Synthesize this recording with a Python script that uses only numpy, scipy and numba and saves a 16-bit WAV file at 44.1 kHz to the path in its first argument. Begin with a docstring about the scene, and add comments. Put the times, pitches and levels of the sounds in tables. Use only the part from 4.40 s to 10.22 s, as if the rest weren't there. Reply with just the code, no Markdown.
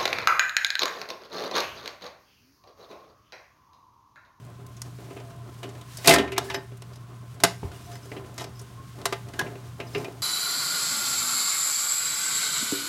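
"""Metal tongs turn roasted squash halves on a baking sheet, close to a phone microphone.
Each blow rings the thin sheet; the food thuds and drags, the tong tips scratch, and sheet and
tong arms sing on in single tones. Behind them the open oven hums, its fan blows and juice spits.
Oven and kitchen add a short echo to the hand work; the phone turns loud moments down."""
import sys
import numpy as np
from scipy import signal
from scipy.fft import rfft, irfft
from scipy.io import wavfile
from scipy.ndimage import uniform_filter1d
from numba import njit

SR = 44100
rng = np.random.default_rng(int(sys.argv[2]) if len(sys.argv) > 2 else 0)


def put_to_file(sound):
    """Save the sound as 16-bit audio at rate SR, in the file named by the first command-line argument."""
    columns = np.atleast_2d(sound).T  # one column per channel
    safe = np.clip(columns, -1, 1)
    whole_steps = np.round(safe * 32767)
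    wavfile.write(sys.argv[1], SR, whole_steps.astype(np.int16))


N = 256662
TIME_S = np.arange(N) / SR


def undb(db):
    """Decibels to gain."""
    return 10 ** (np.asarray(db) / 20)


def unit(x):
    """Scale to rms 1."""
    return x / np.sqrt(np.mean(x ** 2))


def band(x, hz, width_hz):
    """Resonance with gain 1 at its centre."""
    return signal.lfilter(*signal.iirpeak(hz, hz / width_hz, fs=SR), x)


def steep_band(x, hz, width_hz):
    """The same resonance twice, for steeper skirts."""
    return band(band(x, hz, width_hz), hz, width_hz)


def log_interp(hz, points_hz, values):
    """Read a curve along a logarithmic frequency axis."""
    return np.interp(np.log(hz), np.log(points_hz), values)


def wander(rate_hz):
    """Smooth random drift with rms 1."""
    hold = int(SR / rate_hz)
    steps = np.repeat(rng.standard_normal(N // hold + 1), hold)
    return unit(uniform_filter1d(uniform_filter1d(steps, hold), hold)[:N])


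def clicks(per_s, spread_db):
    """Random clicks, a few larger than the rest, as in stick-slip friction."""
    when, polarity, size = rng.random((3, N))
    return (when < per_s / SR) * np.sign(polarity - .5) * undb(-spread_db * np.log(1 - size))


@njit
def ring(start, hz, t60_s, gain):
    """Sum of decaying sines; each array is indexed [event, mode], start is in samples."""
    out = np.zeros(N)
    for mode in np.ndindex(hz.shape):
        decay = np.exp(-np.log(1000.) / (t60_s[mode] * SR))
        step = 2 * np.pi * hz[mode] / SR
        feedback = 2 * decay * np.cos(step)
        now, before = gain[mode] * np.sin(step), 0.
        for i in range(start[mode], min(N, start[mode] + int(.85 * t60_s[mode] * SR))):
            out[i] += now
            now, before = feedback * now - decay * decay * before, now
    return out


def mains_hum(pitch_hz=120.1, tone_db=-44, rough_db=-50.5):
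    """The oven's mains hum: a wavering tone with a narrow band of noise around it."""
    phase = 2 * np.pi * pitch_hz * TIME_S + .24 * wander(5.73)
    tone = np.sqrt(2) * np.sin(phase) * undb(tone_db + .8 * wander(17))
    rough = unit(steep_band(rng.standard_normal(N), pitch_hz, width_hz=24))
    return tone + undb(rough_db) * rough


# Spectrum of fan and sizzle at the open oven door: frequency_hz, relative_db
AIR_SPECTRUM = [(15, -40), (25, -23.5), (90, 0), (124, -21), (146, -2), (313, -19.5), (726, -39),
                (878, -48), (1030, -26.5), (1510, -23.5), (1780, -34), (3320, -34), (12200, -95),
                (16500, -36)]
# Resonances of the oven box: pitch_hz, width_hz, level_db
BOX_MODES = [(395, 40, -78), (696, 24, -70.5), (1051, 54, -61)]


def oven_fan(air_db=-49.5):
    """Fan air with a fine sizzle, and the oven box resonating to the fan."""
    bins_hz = np.maximum(np.fft.rfftfreq(N, 1 / SR), 1)
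    colour = undb(log_interp(bins_hz, *np.transpose(AIR_SPECTRUM)))
    noise = rng.standard_normal(N) + .073 * clicks(per_s=60, spread_db=4)
    air = unit(irfft(rfft(noise) * colour, N)) * undb(air_db + .6 * wander(.87))
    box = sum(unit(band(rng.standard_normal(N), hz, width_hz)) * undb(db + 2.5 * wander(4.32))
              for hz, width_hz, db in BOX_MODES)
    return air + box


def juice_spits(level_db=-72, t60_s=.03):
    """Juice spits on the hot sheet: faint, short bursts of treble."""
    decay = undb(-60 * TIME_S[:int(t60_s * SR)] / t60_s)
    bursts = signal.fftconvolve(np.abs(clicks(per_s=14, spread_db=3)), decay)[:N]
    hiss = band(rng.standard_normal(N), hz=7000, width_hz=8000)
    return undb(level_db) * unit(bursts * hiss)


# Level curve of the tong tips scratching, close to the microphone: time_s, level_db
SCRATCH_LEVELS = [(0, -63), (.5, -59.5), (.7, -55), (.95, -59.5), (1.45, -57), (1.6, -47.5), (1.65, -42),
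                  (1.8, -55), (2, -70), (2.05, -46), (2.17, -59), (2.4, -62.5), (3, -59), (3.4, -54),
                  (3.6, -54), (4, -58), (4.97, -55), (5.45, -58), (5.6, -49), (5.7, -56.5), (5.82, -59)]


def tong_scratch():
    """The tips stick and slip thousands of times a second: a fine, flickering scratch."""
    level_db = np.interp(TIME_S, *np.transpose(SCRATCH_LEVELS)) + .7 * wander(12)
    slips = clicks(per_s=9000, spread_db=1) * undb(1.1 * wander(40))
    return unit(band(slips, hz=1800, width_hz=6900)) * undb(level_db)


# Clear modes of the sheet, dragged on here and struck in sheet_blows: pitch_hz, relative_db, t60_s
SHEET_MODES = [(275, -22, 0.099), (310, -7, 0.033), (380.6, -13, 0.17), (395, -5.5, 0.25),
               (393, -28.5, 0.48), (541, -37, 0.28), (593, -11, 0.041), (688.6, -5.5, 0.25),
               (818, -20, 0.14), (862, -15, 0.36), (1006, -9.5, 0.094), (1200, -15, 0.09),
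               (1300, -21, 0.089), (1576, -22.5, 0.38), (1740, -16.5, 0.068), (1844, -22, 0.35),
               (2041, -14.5, 0.12), (2280, -45.5, 0.033), (2990, -25, 0.23), (3795, -13, 0.058),
               (4690, -21.5, 0.09)]
# Peaks of the sheet rattling on after blows: peak_s, level_db, fall_db_per_s
SHEET_RATTLES = [(.196, -50.5, 102), (.6, -48.5, 13), (0.769, -40, 135), (1.237, -41.5, 80),
                 (1.685, -15.5, 104), (1.8, -29, 200), (2.004, -36, 117), (2.165, -37, 213),
                 (3.04, -37.5, 168), (3.245, -42.5, 60), (3.49, -48, 38), (3.724, -43, 29),
                 (4.01, -38.5, 123), (4.4, -49.5, 200), (4.66, -58, 35), (4.94, -44.5, 120), (4.996, -35, 73),
                 (5.24, -49, 85), (5.398, -39.5, 90), (5.555, -33.5, 74)]


def food_drag(resting_db=-58.5, rise_db_per_s=914.5):
    """Dragging food wakes the sheet's clear modes; after each blow the sheet rattles on, swelling and dying
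    away."""
    level_db = resting_db + 5.5 * wander(24.84)
    for peak_s, peak_db, fall_db_per_s in SHEET_RATTLES:
        age_s = TIME_S - peak_s
        drop_db = np.where(age_s < 0, -rise_db_per_s * age_s, fall_db_per_s * age_s)
        level_db = np.maximum(level_db, peak_db - drop_db)
    friction = steep_band(clicks(per_s=2000, spread_db=1.5), hz=400, width_hz=1300)
    sheet = sum(undb(db) * band(friction, hz, 4.6 / t60_s + 8) for hz, db, t60_s in SHEET_MODES)
    return unit(sheet) * undb(level_db)


# Single tones of the sheet, held by rubbing or ringing on after the food lands:
# start_s, end_s, pitch_hz, level_db
SHEET_TONES = [(0.184, 0.32, 398, -58), (0.718, 0.94, 392, -51), (0.81, 1.1, 679, -56.5),
               (1.236, 1.346, 402, -45), (1.726, 1.863, 279.7, -28.5), (1.794, 2.27, 390.8, -35),
               (1.797, 1.952, 1390, -51), (2.085, 2.12, 1710, -41), (2.143, 2.179, 1750, -44),
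               (2.146, 2.2, 2980, -48), (3.346, 3.366, 2874, -51.5), (3.466, 3.6, 700, -49),
               (4.37, 4.542, 1076, -53.5), (3.71, 3.83, 389, -56), (4.656, 4.856, 393, -47),
               (4.99, 5.02, 1647, -30.5), (5.548, 5.64, 413.2, -30), (5.559, 5.631, 2360, -50),
               (5.652, 5.67, 2450, -45)]
# Modes of the tong arms: pitch_hz, relative_db
TONG_MODES = [(4850, -2.5), (5200, 1), (6000, -3.5), (7500, -15), (12650, -10)]
# Rubs that sound all the arm modes together: start_s, end_s, level_db
TONG_RUBS = [(2.14, 2.18, -42.5), (3.437, 3.49, -62), (3.524, 3.596, -56), (3.628, 3.676, -62),
             (3.987, 4.092, -56), (4.155, 4.216, -59.5), (5.468, 5.501, -56), (5.532, 5.65, -55.5)]


def singing_metal(steady_below_hz=1500):
    """Modes sing when rubbed or ring on after a landing: heavy low ones steady, high ones gritty."""
    out = np.zeros(N)
    arm_tones = [(start_s, end_s, hz, rub_db + mode_db)
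                 for start_s, end_s, rub_db in TONG_RUBS for hz, mode_db in TONG_MODES]
    for start_s, end_s, hz, db in SHEET_TONES + arm_tones:
        span = np.arange(int(start_s * SR), int(end_s * SR))
        width_hz = hz * (.022 if hz > 4000 else .04)  # the high tong modes are more sharply tuned
        grit = unit(steep_band(rng.standard_normal(SR // 2), hz, width_hz))[-len(span):]
        sine = np.sin(2 * np.pi * hz * span / SR)
        steady_share = 1 / (1 + (hz / steady_below_hz) ** 2)
        tone = np.sqrt(2 * steady_share) * sine + np.sqrt(1 - steady_share) * grit
        progress = np.linspace(0, 1, len(span))
        envelope = np.minimum(progress / .031, 1) * (1 - progress ** 2)
        out[span] += undb(db) * envelope * tone
    return out


# Dull knocks of the food and the oven rack: start_s, level_db, pitch_hz, t60_s
KNOCKS = [(1.678, -19.5, 159.3, 0.39), (1.723, -32, 75.8, 1), (3.04, -23.5, 178, 0.19),
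          (3.23, -27.5, 186, 0.089), (3.231, -27.5, 890, 0.018), (3.247, -22, 86, 0.12),
          (5.023, -29.5, 155, 0.087), (5.559, -32, 159, 0.2)]


def food_and_rack_thuds():
    """Each knock rings a single damped mode."""
    start_s, level_db, pitch_hz, t60_s = np.transpose(KNOCKS)[:, None].copy()
    return ring((start_s * SR).astype(np.int64), pitch_hz, t60_s, undb(level_db))


# Trend of the sheet's crowd of closely spaced modes: pitch_hz, relative_db, t60_s
CROWD_TREND = [(460, -19.5, 0.18), (970, -20, 0.082), (2640, -27, 0.13), (6600, -23, 0.086),
               (12100, -27.5, 0.078), (16500, -35.5, 0.012)]
# Blows on the sheet, close to the microphone:
# start_s, level_db, bass_db, treble_db, ring_length_ratio, spot_hz
SHEET_BLOWS = [(0.3661, -48.5, -10, -3, 0.87, 6250), (0.4174, -35.5, -49, 8.5, 0.26, 5740),
               (0.586, -46, 14.5, -25, 0.73, 1540), (0.7056, -36.5, 8, -34, .82, 1000),
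               (0.7659, -39.5, -8, -22, 1, 2540), (0.7997, -41, -2, -11, 0.54, 1000),
               (0.9028, -49, -10, -6, .71, 1280), (1.23, -33, 2.5, -10.5, 1, 2700),
               (1.2903, -42, -15, -10, .9, 7500), (1.3513, -42, -24, -14, 0.45, 1560),
               (1.4112, -42, -17, -4, 0.52, 3330), (1.5706, -44, -20, 16, 0.39, 4800),
               (1.5834, -38, -2, -5, .98, 5180), (1.645, -23, -8, -9, 0.96, 2240),
               (1.6577, -22, -6, -4.5, 1, 2390), (1.6738, -10, -2.5, 5, 0.83, 4400),
               (1.6796, -3, -11.5, -39, 0.82, 3160), (1.692, -8, -10.5, -1, 0.97, 704),
               (1.7092, -5, -2, -9.5, 0.6, 2120), (1.7233, -17.5, 2, -0.5, 1, 3000),
               (1.737, -9, -2.5, -3.5, 0.78, 1880), (1.7601, -8, -11, -14, 0.23, 1320),
               (1.7833, -15, -2.5, -15, 0.89, 2910), (1.7981, -22, 16, -19, 0.35, 2000),
               (1.8764, -31.5, -7, -24, .79, 2420), (1.919, -27.5, -16, -12, 0.94, 2440),
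               (1.9633, -29, -6, -25, 1, 2330), (1.9793, -12.5, -5, -4, 0.36, 1120),
               (2.0991, -19.5, -25, -22, 1, 970), (2.144, -18.5, -7, -16, 0.58, 1680),
               (2.3171, -48, 16.5, -21, 0.78, 1200), (2.4205, -37, -7, -3.5, 0.33, 1180),
               (2.533, -48.5, -22, -8, 1, 5140), (2.557, -46.5, -25, -2.5, .59, 5150),
               (3.001, -34.5, -23, -7, 0.73, 1210), (3.0362, -4.5, -6, 0.5, 0.38, 1250),
               (3.048, -13.5, -6, -5, 0.32, 710), (3.233, -37.5, 16, -37, 0.36, 1300),
               (3.3153, -41, -19, -12, 1, 1530), (3.5153, -40.5, -7, -6, 0.93, 1390),
               (3.5545, -37, -13, -6.5, 0.31, 1530), (3.655, -51, 19.5, 2, 0.74, 1530),
               (3.716, -32, 7, -22, 0.48, 2170), (3.7647, -32, 9.5, -30, 0.72, 2800),
               (3.8451, -42.5, 12, -27, 0.49, 2070), (3.9791, -29, -12, -8, 0.72, 6200),
               (3.996, -33.5, -4, -10, 1, 3500), (4.0067, -32, 1, -7, 0.81, 940),
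               (4.0178, -48, 0, 6, 1, 5970), (4.041, -31.5, -21, -6.5, 0.38, 5870),
               (4.1929, -49.5, 2, 6.5, .81, 5700), (4.214, -58.5, 24, 12.5, 0.69, 9100),
               (4.615, -36, -2, -10, 0.29, 4250), (4.655, -16, -3, -2, 0.48, 1210),
               (4.7248, -19, -5.5, -13.5, 0.65, 1130), (4.8855, -43, 0, -5, 0.73, 1000),
               (4.9345, -36.5, -4, -12, 0.97, 1640), (4.992, -18, -19, -6.5, 0.45, 1550),
               (5.0113, -22.5, -6, -15, 0.41, 990), (5.0632, -33.5, 8.5, -46, 0.64, 2380),
               (5.154, -42.5, 14.5, -15, 0.7, 2400), (5.2404, -50.5, 3, -13, .51, 1210),
               (5.4006, -26.5, 0, -20, .7, 2470), (5.5482, -20.5, -1, -26, 0.68, 2520),
               (5.5794, -37, 8, -2.5, 0.44, 900), (5.6447, -29.5, 8, -12, 0.42, 2600),
               (5.6824, -35.5, 13, -37, 0.22, 2540)]
# Anchors of a blow's tone colour: bass_hz, low_mid_hz, mid_hz, treble_hz
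COLOUR_POINTS_HZ = [350, 950, 2700, 8500]


def sheet_modes(crowd_count=560):
    """A thin sheet has a few clear modes and a dense crowd, here scattered at random."""
    trend_hz, trend_db, trend_t60_s = np.transpose(CROWD_TREND)
    position = (np.arange(crowd_count) + rng.random(crowd_count)) / crowd_count
    hz = 450 + 16000 * position ** 1.15
    crowd = [hz, log_interp(hz, trend_hz, trend_db), log_interp(hz, trend_hz, trend_t60_s)]
    return np.hstack([np.transpose(SHEET_MODES), crowd])


def sheet_blows(spot_lift_db=7.5, chatter_s=.0012):
    """Each blow rings all the sheet's modes: weight brings out the bass, hardness the treble."""
    mode_hz, mode_db, mode_t60_s = sheet_modes()
    starts, pitches, decays, gains = [], [], [], []
    for start_s, level_db, bass_db, treble_db, ring_length_ratio, spot_hz in SHEET_BLOWS:
        low_mid_db = -4.5 + .25 * treble_db  # a hard contact lifts the low mids too
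        colour_db = log_interp(mode_hz, COLOUR_POINTS_HZ, [bass_db, low_mid_db, 0, treble_db])
        # the struck spot favours one group of modes
        spot_db = spot_lift_db * np.exp(-(np.log(mode_hz / spot_hz) / .21) ** 2)
        strength, shift, lag = rng.standard_normal((3, len(mode_hz)))
        gains.append(undb(level_db + mode_db + colour_db + spot_db + 1.8 * strength) * np.sign(shift))
        # the contact chatters, so the modes do not all start together
        starts.append((start_s + chatter_s * np.abs(lag)) * SR)
        # food and tongs resting on the metal detune and damp the modes
        pitches.append(mode_hz * (1 + .0056 * shift))
        decays.append(mode_t60_s * ring_length_ratio)
    ringing = ring(np.array(starts, np.int64), np.array(pitches), np.array(decays), np.array(gains))
    # the blows carry little below about 220 Hz
    return signal.sosfilt(signal.butter(3, 220, "high", fs=SR, output="sos"), ringing)


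def kitchen_echo(sound, level_db=-15.5, t60_s=.26, delay_s=.004):
    """Oven and kitchen walls return a short, dulled echo."""
    t = TIME_S[:SR // 2]
    tail = rng.standard_normal(len(t)) * undb(-60 * t / t60_s) * (t > delay_s)
    dulled = signal.lfilter([1], [1, -.5], tail)
    return undb(level_db) * signal.fftconvolve(sound, dulled / np.linalg.norm(dulled))[:N]


def scene():
    """At the open oven, in mono: close hand work and its echo over hum, fan and spitting juice."""
    work = sheet_blows() + food_and_rack_thuds() + tong_scratch() + food_drag() + singing_metal()
    return (work + kitchen_echo(work) + mains_hum() + oven_fan() + juice_spits())[None]


@njit
def follow_level(x, attack_s, release_s):
    """Envelope with separate rise and fall times."""
    level, out = 0., np.empty(len(x))
    for i in range(len(x)):
        lag_s = attack_s if abs(x[i]) > level else release_s
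        level += (abs(x[i]) - level) / (lag_s * SR)
        out[i] = level
    return out


def record(dry):
    """The phone microphone: bass cut, gentle gain control above a knee, soft peaks, top cut."""
    knee_db, ceiling, bass_cut_hz, top_cut_hz = -14, .85, 45, 16100
    mic = signal.sosfilt(signal.butter(2, bass_cut_hz, "high", fs=SR, output="sos"), dry)
    level = follow_level(mic[0], attack_s=.0092, release_s=.25)
    gain = np.minimum(1, undb(knee_db) / (level + 1e-9)) ** .16
    softened = ceiling * np.tanh(mic * gain / ceiling)
    return signal.sosfilt(signal.ellip(8, .3, 60, top_cut_hz, fs=SR, output="sos"), softened)


dry = scene()
out = record(dry)
put_to_file(out)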